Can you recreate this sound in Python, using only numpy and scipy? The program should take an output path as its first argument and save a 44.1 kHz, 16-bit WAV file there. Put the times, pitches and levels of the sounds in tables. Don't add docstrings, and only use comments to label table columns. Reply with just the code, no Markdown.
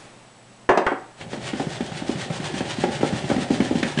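import sys
import numpy as np
from scipy import signal
from scipy.fft import rfft, irfft
from scipy.io import wavfile
from scipy.ndimage import uniform_filter1d, minimum_filter1d

SR = 44100
rng = np.random.default_rng(int(sys.argv[2]) if len(sys.argv) > 2 else 0)


def int16_out(signal):
    q = np.round(np.clip(np.atleast_2d(signal).T, -1, 1) * 32767)
    wavfile.write(sys.argv[1], SR, q.astype(np.int16))


N = 176400
TIME_S = np.arange(N) / SR
EVENT_S = np.arange(SR // 2) / SR
CONTACT_RISE_S, STROKE_LEAD_S = 0.0019, 0.1

# t/s of fastest slide, relative level/dB, length/usual stroke
SHAKE_STROKES = [(1.213, -9, .6), (1.339, -7, 0.78), (1.44, -7, 0.73), (1.477, -1, .9), (1.605, -2.5, 0.97),
                 (1.734, -2.5, 1.1), (1.86, -5, 1), (1.975, -1.5, .9), (2.10, -2.5, 1.07),
                 (2.217, -1, 0.98), (2.349, -1.5, .9), (2.462, 1.5, 0.86), (2.58, -0.5, 1.08),
                 (2.703, 0.5, 1.23), (2.826, 1, 0.85), (2.942, -0.5, 1.13), (3.069, 1.5, 0.93),
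                 (3.18, -0.5, 1.17), (3.319, -0.5, 1.21), (3.42, 1.5, 0.68), (3.544, -1, 1.15),
                 (3.655, -2, 1.03), (3.774, -2, 1.23), (3.885, -0.5, 0.97), (3.995, 1, 0.65)]


def amp(db):
    return 10 ** (np.asarray(db) / 20)


def unit(x):
    return x / np.sqrt(np.mean(x ** 2) + 1e-20)


def read(points, hz):
    f, value = np.transpose(points)
    return np.interp(np.log(hz + 1), np.log(f + 1), value)


def gain_curve(points):
    return amp(np.interp(TIME_S, *np.transpose(points)))


def add(mix, start_s, sound):
    part = mix[round(start_s * SR):][:len(sound)]
    part += sound[:len(part)]


def colour(x, points, size=4096):
    log_gain = np.log(amp(read(points, abs(np.fft.fftfreq(size, 1 / SR)))))
    taps = np.fft.ifft(np.exp(np.conj(signal.hilbert(log_gain)))).real
    return signal.oaconvolve(x, taps / np.linalg.norm(taps))[:len(x)]


def room_noise():
    # f/Hz, relative level/dB
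    spectrum = [(25, -11), (80, -21), (120, -5), (150, -8.5), (210, -3.5), (300, -9.5), (700, -8.5),
                (1200, -14), (3000, -18.5), (5000, -23), (8000, -25.5), (10000, -27)]
    # t/s, level/dB
    levels = [(0, -43.5), (.15, -48), (.35, -50), (4, -48)]
    return gain_curve(levels) * colour(rng.standard_normal(N), spectrum)


def appliance_hum(hz=119.6, rms_db=-58.5):
    return amp(rms_db) * unit(np.sin(2 * np.pi * hz * TIME_S))


def whine(centre_hz=7900, half_width_hz=97, rms_db=-65):
    hz = np.fft.rfftfreq(N, 1 / SR)
    band = 1 / (1 + ((hz - centre_hz) / half_width_hz) ** 2)
    return amp(rms_db) * unit(irfft(rfft(rng.standard_normal(N)) * band, N))


def chatter(t60_s):
    attack = np.minimum(EVENT_S / CONTACT_RISE_S, 1)
    return rng.standard_normal(len(EVENT_S)) * attack * amp(-60 * EVENT_S / t60_s)


def container_clacks(crack_db=-6, ring_db=-26, emphasis_octaves=0.97):
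    # t/s, relative level/dB, emphasis f/Hz, emphasis/dB, tick/dB, overload thump/dB
    contacts = [(.690, 4.5, 567, 4.5, -22, -21), (.773, -3, 427, 5, -21, -55),
                (0.8644, -3, 1500, 9, -27.5, -25.5), (.917, -10, 450, 6.5, -58, -65)]
    # f/Hz, relative level/dB
    crack_spectrum = [(50, -47), (120, -13.5), (200, -4.5), (330, 1), (560, 0.5), (850, -1), (1200, -6),
                      (1800, -9), (2500, -18), (3500, -30.5), (7000, -40), (10000, -41)]
    # f/Hz, relative level/dB
    tick_spectrum = [(500, -32), (1500, -4), (2500, 10), (4000, -2), (7000, -8.5), (10000, -25)]
    # f/Hz, relative level/dB, t60/s
    counter_modes = [(369, 2.5, 0.21), (539, 2, 0.15), (588, -7, 0.19), (757, -4, 0.4), (855, -5, 0.27),
                     (1038, -14, 0.27), (1090, -5.5, 0.25), (1200, -11, .25), (1216, -8.5, .22),
                     (1524, -1, .2), (1770, -9, .15), (2490, -16, .2)]
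    out = np.zeros(N)
    attack = np.minimum(EVENT_S / CONTACT_RISE_S, 1)
    for start_s, db, emphasis_hz, emphasis_db, tick_db, thump_db in contacts:
        def boost_db(hz):
            return emphasis_db * np.exp(-(np.log2(hz / emphasis_hz) / emphasis_octaves) ** 2 / 2)
        boosted = [(hz, level_db + boost_db(hz)) for hz, level_db in crack_spectrum]
        crack = amp(db + crack_db) * colour(chatter(t60_s=0.067), boosted)
        tick = amp(tick_db) * colour(chatter(t60_s=0.048), tick_spectrum)
        ring = np.zeros(len(EVENT_S))
        for hz, mode_db, t60_s in counter_modes:
            decay = amp(mode_db + boost_db(hz) - 60 * EVENT_S / t60_s)
            ring += decay * np.sin(2 * np.pi * (hz * EVENT_S + rng.random()))
        add(out, start_s, kitchen(crack + tick, wet_db=-6))
        add(out, start_s, amp(db + ring_db) * ring * attack + overload_thump(thump_db))
    return out


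def overload_thump(peak_db, rise_s=0.0015):
    return amp(peak_db) * EVENT_S / rise_s * np.exp(1 - EVENT_S / rise_s)


def kitchen(x, wet_db, predelay_s=0.004):
    # f/Hz, t60/s
    room_t60 = [(100, 0.24), (250, .33), (550, 0.43), (1400, 0.43), (3700, 0.3), (10000, 0.14)]
    reflections = rng.standard_normal(len(EVENT_S)) * (EVENT_S > predelay_s)
    hz, t, bands = signal.stft(reflections, SR, nperseg=256)
    fade = amp(-60 * t / read(room_t60, hz)[:, None])
    tail = signal.istft(bands * fade, SR, nperseg=256)[1]
    return x + amp(wet_db) * signal.oaconvolve(x, tail / np.linalg.norm(tail))[:len(x)]


def slide(length, rise_s=0.03, fall_s=0.028):
    t = EVENT_S - STROKE_LEAD_S
    width_s = length * np.where(t < 0, rise_s, fall_s)
    return np.exp(-abs(t / width_s) ** 1.5 / 2)


def coating_swish(gain_db=-33.5, grains_per_s=9000, spread_db=1.5, clump_db=1.9, clump_s=0.014):
    # f/Hz, relative level/dB
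    spectrum = [(530, -32), (900, -2.5), (1160, -7), (1860, -1.5), (2040, -4.5), (2700, -5), (3300, -4),
                (5200, -10.5), (7030, -13), (8680, -15), (10000, -24), (13000, -85), (22000, -120)]
    swish, n = np.zeros(N), len(EVENT_S)
    for peak_s, db, length in SHAKE_STROKES:
        clumps = np.interp(EVENT_S / clump_s, np.arange(n), rng.standard_normal(n))
        size = amp(clump_db * clumps + spread_db * np.minimum(rng.exponential(1, n), 4))
        grains = rng.standard_normal(n) * size * (rng.random(n) < grains_per_s / SR)
        shower = amp(db) * unit(grains) * slide(length)
        add(swish, peak_s - STROKE_LEAD_S, kitchen(shower, wet_db=-6.5))
    return amp(gain_db) * colour(swish, spectrum)


def wall_rumble():
    # f/Hz, relative level/dB
    spectrum = [(30, -19.5), (55, -15), (72, -2.5), (92, -7), (120, 6.5), (150, 7.5), (200, -4), (290, -8),
                (370, 3), (460, -8.5), (560, 0), (670, -3.5), (790, -1), (1000, -18), (1500, -25.5),
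                (3000, -31)]
    # t/s, gain/dB
    levels = [(1.15, -56), (1.22, -34), (1.55, -34), (2.3, -32), (2.8, -32.5), (3.3, -31), (3.65, -29),
              (4, -31.5)]
    load = np.zeros(N)
    for peak_s, db, length in SHAKE_STROKES:
        add(load, peak_s - STROKE_LEAD_S, amp(db) * slide(length))
    drive = rng.standard_normal(N) * (0.41 + 0.57 * load)
    return gain_curve(levels) * colour(drive, spectrum)


def piece_thuds():
    # t/s, thud level/dB, nominal f/Hz, knock level/dB, snap level/dB (levels relative)
    hits = [(1.207, -35, 116, -37, -32.5), (1.262, -32, 175, -44, -55), (1.329, -28, 197, -26, -33.5),
            (1.372, -27, 201, -41, -39), (1.53, -17, 248, -30, -34.5), (1.595, -17.5, 285, -23.5, -49),
            (1.666, -19, 172, -38, -49), (1.803, -17, 235, -30.5, -29.5), (1.915, -25, 168, -36, -33),
            (2.017, -22, 206, -32, -44), (2.089, -15, 252, -26.5, -42), (2.152, -23.5, 179, -47, -37),
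            (2.257, -29, 213, -42.5, -50), (2.299, -21, 166, -29.5, -34), (2.396, -22.5, 196, -40, -33),
            (2.497, -26.5, 372, -42, -42), (2.537, -20, 205, -45, -29.5), (2.603, -20, 256, -25, -32),
            (2.65, -32, 158, -33, -34), (2.782, -18.5, 215, -42.5, -34), (2.835, -20.5, 377, -16, -24.5),
            (2.883, -17, 207, -33, -31.5), (3.006, -22.5, 205, -32, -27), (3.028, -16, 260, -16.5, -33),
            (3.122, -19, 188, -32, -32), (3.131, -17, 144, -39, -34.5), (3.239, -19, 169, -38, -32.5),
            (3.297, -15.5, 213, -22, -28.5), (3.311, -14, 251, -20, -30), (3.36, -13.5, 206, -30, -28),
            (3.377, -15.5, 263, -37, -34), (3.501, -9, 260, -24.5, -31), (3.599, -8.5, 230, -27.5, -22.5),
            (3.618, -21, 234, -32, -39), (3.707, -11.5, 271, -28.5, -36), (3.75, -11.5, 215, -36, -33),
            (3.825, -13, 257, -25, -17), (3.971, -15, 195, -46, -25), (3.983, -21, 153, -24.5, -17.5)]
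    # f/Hz, relative level/dB
    knock_spectrum = [(100, -18), (150, 4.5), (250, -2.5), (380, 2.5), (470, -3), (560, 4), (670, -6.5),
                      (780, 2.5), (1000, -11.5), (1500, -15), (3000, -40.5), (10000, -47)]
    # f/Hz, relative level/dB
    snap_spectrum = [(200, -36.5), (900, -7.5), (1700, 12.5), (3000, 4.5), (5000, -6), (10000, -18)]
    flex_rise_s, sag, overtone_ratio, overtone_db = 0.005, 0.35, 1.668, -10
    heave_rise_s, heave_hz, heave_db = 0.015, 74, -26
    thud_lag_s, knock_lag_s = 0.001497, 0.002
    flex_age, heave_age = EVENT_S / flex_rise_s, EVENT_S / heave_rise_s
    flex_envelope = (flex_age * np.exp(1 - flex_age)) ** 2
    glide = 1 + sag * (2 * np.exp(-flex_age / 2) - 1)
    heave = amp(heave_db) * heave_age * np.exp(1 - heave_age) * np.sin(2 * np.pi * heave_hz * EVENT_S)
    first_touch = amp(20) * (EVENT_S == 0)
    out = np.zeros(N)
    for start_s, db, hz, knock_db, snap_db in hits:
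        phase = 2 * np.pi * np.cumsum(hz * glide) / SR
        overtone = amp(overtone_db) * np.sin(overtone_ratio * phase + 2 * np.pi * rng.random())
        thud = amp(db + 0.5) * flex_envelope * (np.sin(phase) + overtone)
        knock = amp(knock_db + 3) * colour(chatter(t60_s=0.07) + first_touch, knock_spectrum)
        snap = amp(snap_db + 0.5) * colour(chatter(t60_s=0.05), snap_spectrum)
        add(thud, knock_lag_s, knock + snap)
        add(out, start_s + thud_lag_s, kitchen(thud, wet_db=-7.5) + amp(db) * heave)
    return out


def scene():
    clacks = container_clacks()
    tub = piece_thuds() + coating_swish() + wall_rumble()
    background = room_noise() + appliance_hum() + whine()
    return (clacks + tub + background)[None]


def record(dry):
    ceiling_db, look_ahead_s, cutoff_hz = -4, 0.022, 10160
    span = int(look_ahead_s * SR) // 2 * 2 + 1
    allowed = np.minimum(1, amp(ceiling_db) / (abs(dry[0]) + 1e-9))
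    held = minimum_filter1d(allowed, span, origin=-(span // 2))
    gain = uniform_filter1d(held, size=64)
    lowpass = signal.firwin(511, cutoff_hz, window=("kaiser", 9), fs=SR)
    return signal.oaconvolve(dry * gain, lowpass[None], "same")


dry = scene()
out = record(dry)
int16_out(out)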